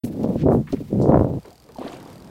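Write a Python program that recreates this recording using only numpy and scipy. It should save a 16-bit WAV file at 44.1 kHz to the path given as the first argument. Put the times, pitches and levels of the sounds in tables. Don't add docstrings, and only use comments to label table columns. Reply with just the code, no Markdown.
import sys
import numpy as np
from scipy import signal
from scipy.fft import rfft, irfft, next_fast_len
from scipy.io import wavfile
from scipy.ndimage import uniform_filter1d, minimum_filter1d, map_coordinates

SR = 44100
rng = np.random.default_rng(int(sys.argv[2]) if len(sys.argv) > 2 else 0)


def pcm_store(signal):
    levels = np.round(np.clip(np.atleast_2d(signal), -1, 1) * 32767)
    wavfile.write(sys.argv[1], SR, levels.astype(np.int16).T)


N = 101429

# frequency in Hz, relative level in dB.
SEA_SPECTRUM = [(25, -19.5), (60, 14), (130, 2), (250, -26), (450, -0.5), (900, -4.5), (2000, -16),
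                (4600, -16.5), (7000, -18.5), (9000, -19.5), (11000, -23.5), (13500, -21), (16000, -36)]
HISS_SPECTRUM = [(500, -5), (2000, 1.5), (4700, -2.5), (6500, -8.5), (13000, -8.5), (16000, -4)]
PAWL_SPECTRUM = [(1000, -9), (3900, -3), (4500, 2), (5300, -0.5), (6300, -5.5), (7200, -3.5), (8600, -8),
                 (10300, -9), (12500, -5.5), (14000, -13), (16000, -14.5)]
SPOOL_SPECTRUM = [(3000, -27), (4100, -12), (4380, -4), (4750, 10), (5300, -16), (5800, -15), (8000, -15),
                  (8600, 0), (9800, -25), (16000, -31)]
CHURN_SPECTRUM = [(40, -34), (110, -13.5), (300, 2), (700, -6), (1100, -10.5), (1800, -22), (4000, -25.5),
                  (16000, -85)]
SPRAY_SPECTRUM = [(400, 5), (1300, 0.5), (2500, -6), (4000, -5), (6000, -5.5), (9000, -3), (16000, -18)]
BREEZE_SPECTRUM = [(25, -20), (60, -6), (120, 4), (200, 2.5), (350, -9.5), (1000, -46)]
RUMBLE_SPECTRUM = [(20, -63), (34, -40), (48, -7), (75, -6), (105, -1), (138, 3.5), (175, -2), (300, -49),
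                   (700, -100)]
# time in seconds, relative level in dB.
HISS_LEVEL = [(0.04, -56.5), (0.18, -58), (0.3, -58.5), (0.6, -67), (0.745, -50.5), (0.8, -57),
              (0.92, -60.5), (1.15, -60.5), (1.37, -64.5), (1.42, -67), (2.3, -78)]
CHURN_LEVEL = [(1.4, -67), (1.48, -44), (1.58, -63), (1.66, -52.5), (1.775, -51), (1.81, -33.5),
               (1.86, -32), (1.91, -38), (2.0, -42.5), (2.11, -42), (2.15, -47.5), (2.3, -47.5)]
SPRAY_LEVEL = [(1.74, -100), (1.785, -58), (1.82, -52.5), (1.88, -47.5), (1.94, -46.5), (2.0, -54.5),
               (2.3, -66)]
BREEZE_LEVEL = [(1.4, -57), (1.6, -61), (1.75, -51.5), (1.88, -55), (1.97, -45), (2.11, -45.5), (2.3, -44)]
RUMBLE_LEVEL = [(0.04, -61), (0.09, -50), (0.22, -34.5), (0.3, -31), (0.41, -34), (0.46, -22),
                (0.58, -21.5), (0.64, -35.5), (0.71, -44), (0.765, -50), (0.785, -28.5), (0.82, -44),
                (0.9, -39), (1.0, -20.5), (1.08, -23), (1.14, -21.5), (1.21, -15.5), (1.26, -26),
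                (1.39, -28.5), (1.42, -67)]
DRONE_LEVEL = [(0.04, -33), (0.2, -28), (0.3, -28), (0.4, -28.5), (0.46, -21), (0.58, -18.5), (0.64, -38.5),
               (0.71, -58), (0.74, -44), (0.78, -34.5), (0.88, -45.5), (0.95, -24), (1.14, -25.5),
               (1.25, -37.5), (1.38, -38.5), (1.42, -75)]
GUST_LEVELS = [
    [(0.036, -26), (0.05, -22), (0.092, -34), (0.112, -24.5), (0.134, -33.5), (0.258, -21), (0.274, -24.5),
     (0.298, -21), (0.342, -27.5), (0.364, -18.5), (0.385, -52)],
    [(0.395, -28), (0.462, -11.5), (0.564, -16.5), (0.614, -24), (0.634, -49), (0.71, -35)],
    [(0.72, -65), (0.729, -18.5), (0.748, -20.5), (0.762, -47), (0.78, -42.5), (0.824, -31), (0.84, -49),
     (0.885, -63)],
    [(0.905, -32), (0.93, -23), (1.04, -16.5), (1.138, -11.5), (1.188, -21), (1.214, -15), (1.252, -23),
     (1.384, -29.5), (1.405, -74)],
]
# start, rise and t60 in seconds, level in dB, centre in Hz,
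# spread in octaves.
SPLASHES = [(0.038, 0.021, 0.11, -44, 11100, 0.94), (0.037, 0.013, 0.026, -38.5, 2020, 2.9),
            (0.231, 0.0012, 0.021, -45.5, 7000, 2.9), (0.232, 0.002, 0.12, -47, 2960, 0.87),
            (0.36, 0.06, 0.088, -45.5, 2040, 0.96), (0.49, 0.044, 0.23, -52, 9000, 2.3),
            (0.669, 0.0046, 0.26, -44.5, 1460, 0.69), (0.723, 0.00059, 0.015, -37, 4270, 0.59),
            (0.724, 0.0043, 0.071, -43.5, 2170, 1), (0.763, 0.0054, 0.05, -46.5, 1670, 0.53),
            (1.009, 0.014, 0.18, -47.5, 5330, 0.55), (1.446, 0.0051, 0.084, -45, 636, 1.15),
            (1.688, 0.0013, 0.066, -41.5, 594, 0.95), (1.784, .002, 0.028, -44.5, 3750, 0.46),
            (1.874, 0.0067, 0.028, -41.5, 3670, 0.32), (1.922, 0.0099, 0.06, -49.5, 3000, 0.54)]
# start in seconds, relative level in dB.
KNOCKS = [(0.042, -20), (0.7311, -13.5), (0.806, -22)]
# frequency in Hz, relative level in dB, t60 in seconds.
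HULL_MODES = [(128, -11, 0.079), (269, 3.5, 0.056), (395, -2.5, 0.054), (570, -16.5, 0.044)]
# start in seconds, relative level in dB.
PAWL_TICKS = [(1.3998, -45.5), (1.4304, -44.5), (1.4575, -45), (1.4822, -45.5), (1.505, -42),
              (1.5296, -42.5), (1.5558, -43.5), (1.579, -44.5), (1.6006, -44.5), (1.622, -46),
              (1.641, -45.5), (1.663, -48), (1.689, -45.5), (1.72, -43), (1.7466, -40.5), (1.7697, -41.5),
              (1.794, -45), (1.82, -49.5), (1.8478, -46), (1.8722, -43), (1.8934, -49), (1.92, -42.5),
              (1.947, -44), (1.9703, -43), (2.0007, -41.5), (2.028, -42.5), (2.052, -44), (2.0754, -42),
              (2.1011, -42.5), (2.13, -40), (2.157, -41.5), (2.1803, -44.5), (2.202, -43), (2.223, -42),
              (2.245, -42), (2.274, -46)]
# start in seconds, starting pitch in Hz, level in dB,
# t60 in seconds, glide as a fraction of that pitch per second.
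GULPS = [(1.452, 427, -42.5, 0.22, 3.5), (1.475, 369, -34.5, 0.077, -5), (1.518, 689, -44.5, 0.12, 1.5),
         (1.691, 463, -36, 0.089, -2), (1.758, 907, -34, 0.066, -4), (1.785, 655, -17, 0.018, 12),
         (1.787, 222, -26.5, 0.2, 12.5), (1.806, 356, -29, 0.099, -0.5), (1.809, 767, -27.5, 0.047, 0),
         (1.824, 990, -27, 0.022, 7), (1.846, 258, -31, 0.23, 3), (1.868, 314, -28, 0.073, 1),
         (1.915, 671.6, -38, 0.25, 2.5)]
TYPICAL_EDDY_WIDTH = [(0.04, 0.0006), (0.16, 0.00056), (0.25, 0.00028), (0.36, 0.0004), (0.41, 0.00071),
                      (0.52, 0.00013), (0.6, 0.00064), (0.68, 0.0017), (0.74, 0.00045), (0.87, 0.0008),
                      (0.95, 0.00052), (1.05, 0.00037), (1.15, 0.00014), (1.22, 0.00032), (1.28, 0.00034),
                      (1.39, 0.00042)]
# time in seconds, relative level in dB, width in seconds.
HARD_EDDIES = [(0.0745, -29, 0.00029), (0.1955, -29, 0.00025), (0.228, -28, 0.00025), (0.243, -14, .00018),
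               (0.26, -24, 0.00019), (0.288, -22, 0.0003), (0.303, -15, 0.00033), (0.3576, -16.5, 0.00024),
               (0.462, -14.5, 0.00032), (0.4862, -8, 0.00013), (0.509, -15, 0.00025), (0.517, -11, 0.00021),
               (0.5492, -10, 0.00014), (0.7286, -23.5, 0.00031), (0.8047, -42, 0.00043),
               (0.929, -14, 0.00044), (1.0151, -14.5, 0.0002), (1.058, -14, 0.00011),
               (1.0936, -6.5, 0.00022), (1.101, -12, 0.00026), (1.121, -9, 0.000083), (1.1305, -8, 0.00031),
               (1.144, -2, 0.00011), (1.158, -7.5, 0.00012), (1.174, -6, 0.00011), (1.1947, -9, 0.000094),
               (1.211, -7.5, 0.00017), (1.246, -12.5, 0.00014), (1.269, -18.5, 0.00022),
               (1.338, -27, 0.0002)]


def amp(db):
    return 10 ** (np.asarray(db) / 20)


def unit(x):
    return x / np.sqrt(np.mean(x ** 2) + 1e-20)


def steady(x, size):
    window = signal.windows.hann(size)
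    power = signal.fftconvolve(x ** 2, window / window.sum(), "same")
    return x / np.sqrt(np.abs(power) + 1e-12)


def clock():
    return np.arange(N) / SR


def curve(rows):
    return np.interp(clock(), *np.transpose(rows))


def wobble(rate):
    return map_coordinates(rng.standard_normal(4096), [clock() * rate], mode="wrap")


def resonance(f, hz, q):
    return 1 / (1 - (f / hz) ** 2 + 1j * f / (hz * q))


def filtered(x, response):
    size = next_fast_len(N + SR // 2)
    return irfft(rfft(x, size) * response(np.fft.rfftfreq(size, 1 / SR)), size)[:N]


def colour(x, points):
    f, db = np.transpose(points)
    return unit(filtered(x, lambda hz: amp(np.interp(np.log(hz + 1), np.log(f + 1), db))))


def noise(points):
    return colour(rng.standard_normal(N), points)


def scatter(times, shapes):
    at = np.round(times * SR).astype(int)[:, None] + np.arange(shapes.shape[1])
    inside = (at >= 0) & (at < N)
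    return np.bincount(at[inside], shapes[inside], N)


def sea():
    water = amp(-54.5 + 2.5 * wobble(rate=11.7)) * noise(SEA_SPECTRUM)
    hiss = amp(curve(HISS_LEVEL) + 3.2 * wobble(rate=60)) * noise(HISS_SPECTRUM)
    return water + hiss


def splashes():
    out = np.zeros(N)
    for start, rise, t60, db, hz, octaves in SPLASHES:
        t = clock() - start
        patter = rng.standard_normal(N) * amp(1.7 * wobble(rate=500))
        drops = filtered(patter, lambda f: np.exp(-(np.log2((f + 1) / hz) / octaves) ** 2 / 2))
        envelope = np.clip(t / rise, 0, 1) * amp(db - 60 * np.maximum(t - rise, 0) / t60)
        out += unit(drops) * envelope
    return out


def knocks(attack_s=0.0014):
    out = np.zeros(N)
    for start, db in KNOCKS:
        t = np.maximum(clock() - start, 0)
        attack = 1 - np.exp(-t / attack_s)
        for hz, mode_db, t60 in HULL_MODES:
            out += attack * amp(db + mode_db - 60 * t / t60) * np.sin(2 * np.pi * hz * t)
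    return out


def reel(hold_s=0.0013, snap_t60_s=0.0094, ring_t60_s=0.044):
    starts, db = np.transpose(PAWL_TICKS)
    age = np.arange(SR // 30) / SR
    size = amp(db - 7.5)[:, None]
    snap = amp(-60 * np.maximum(age - hold_s, 0) / snap_t60_s)
    ring = amp(-7.5 - 60 * age / ring_t60_s)
    pawl = scatter(starts, size * snap) * noise(PAWL_SPECTRUM)
    spool = scatter(starts, size * ring) * noise(SPOOL_SPECTRUM)
    return pawl + spool


def bubbles(centre_hz, octaves, t60_cycles, spread_db, count):
    starts = rng.uniform(0, N / SR, count)
    hz = np.minimum(centre_hz * 2 ** (octaves * rng.standard_normal(count)), SR / 3)
    sizes = amp(spread_db * np.minimum(rng.exponential(1, count), 4))
    cycles = hz[:, None] * np.arange(SR // 40) / SR
    age = cycles / t60_cycles
    rings = np.sin(2 * np.pi * cycles * (1 + 0.077 * np.minimum(age, 2))) * amp(-60 * age)
    return unit(scatter(starts, sizes[:, None] * rings))


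def wave(attack_s=0.00081):
    gulps = np.zeros(N)
    for start, hz, db, t60, glide in GULPS:
        t = np.maximum(clock() - start, 0)
        envelope = amp(db - 60 * t / t60) * (1 - np.exp(-t / attack_s))
        gulps += envelope * np.sin(2 * np.pi * hz * t * (1 + glide * t / 2))
    churn = rng.standard_normal(N)
    churn += 0.22 * bubbles(centre_hz=606, octaves=0.535, t60_cycles=16, spread_db=5, count=700)
    churn = steady(colour(churn, CHURN_SPECTRUM), size=SR // 12)
    spray = 0.5 * rng.standard_normal(N)
    spray += bubbles(centre_hz=2890, octaves=0.74, t60_cycles=25, spread_db=3, count=1800)
    spray = colour(spray, SPRAY_SPECTRUM)
    return gulps + amp(curve(CHURN_LEVEL) - 1) * churn + amp(curve(SPRAY_LEVEL)) * spray


def pushes(times, sizes, widths, port_hz=162, cavity_hz=593):
    def microphone(f):
        port = -(f / port_hz) ** 2 * resonance(f, port_hz, q=0.66)
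        return port * resonance(f, cavity_hz, q=1)

    t = np.arange(-SR // 50, SR // 50) / SR
    bumps = sizes[:, None] / np.cosh(np.clip(t / widths[:, None], -40, 40))
    return filtered(scatter(times + t[0], bumps), microphone)


def eddy_stream(per_second=430, sharpen_per_db=0.16, count=3000):
    jitter, side = rng.random((count, 2)).T
    size_db = 1.5 * np.clip(rng.standard_normal(count), -2, 2)
    times = (np.arange(count) + 4 * jitter) / per_second
    widths = np.interp(times, *np.transpose(TYPICAL_EDDY_WIDTH)) * np.exp(-sharpen_per_db * size_db)
    clump_db = 1.5 * np.interp(times, clock(), wobble(rate=110))
    sizes = np.sign(side - 0.5) * amp(size_db + clump_db)
    heard = times < N / SR
    stream = steady(pushes(times[heard], sizes[heard], widths[heard]), size=SR // 20)
    gust_db = curve(np.vstack([*GUST_LEVELS, [(1.42, -101)]]))
    return amp(gust_db - 1.5) * stream


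def buffeting(lull_db=-5, lull_lead_s=0.0064, lull_width_s=0.0021, rebound_s=0.002546):
    times, db, widths = np.transpose(HARD_EDDIES)
    sizes = amp(db + 8)
    blows = pushes(times, sizes, widths)
    rebounds = pushes(times + rebound_s, sizes * amp(-7), 1.47 * widths)
    lulls = np.exp(-((clock() - times[:, None] + lull_lead_s) / lull_width_s) ** 2).max(axis=0)
    return eddy_stream() * amp(lull_db * lulls) + blows - rebounds


def wind(drone_hz=219.6):
    eddies = buffeting()
    hollow = filtered(rng.standard_normal(N), lambda f: (f * resonance(f, drone_hz, q=3.85)) ** 2)
    drone = amp(curve(DRONE_LEVEL)) * steady(hollow, size=SR // 10)
    rumble = amp(curve(RUMBLE_LEVEL)) * steady(noise(RUMBLE_SPECTRUM), size=SR // 10)
    breeze = amp(curve(BREEZE_LEVEL)) * noise(BREEZE_SPECTRUM)
    return eddies + drone + rumble + breeze


def scene():
    return (wind() + splashes() + wave() + knocks() + reel() + sea())[None]


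def record(dry):
    open_s, ceiling, limiter_s, top_hz = 0.036, 0.85, 0.004, 15850
    x = dry[0] * (clock() >= open_s)
    size = int(limiter_s * SR)
    gain = minimum_filter1d(ceiling / np.maximum(np.abs(x), ceiling), 2 * size)
    gain = uniform_filter1d(uniform_filter1d(gain, size), size)
    return filtered(x * gain, lambda hz: hz < top_hz)[None]


dry = scene()
out = record(dry)
pcm_store(out)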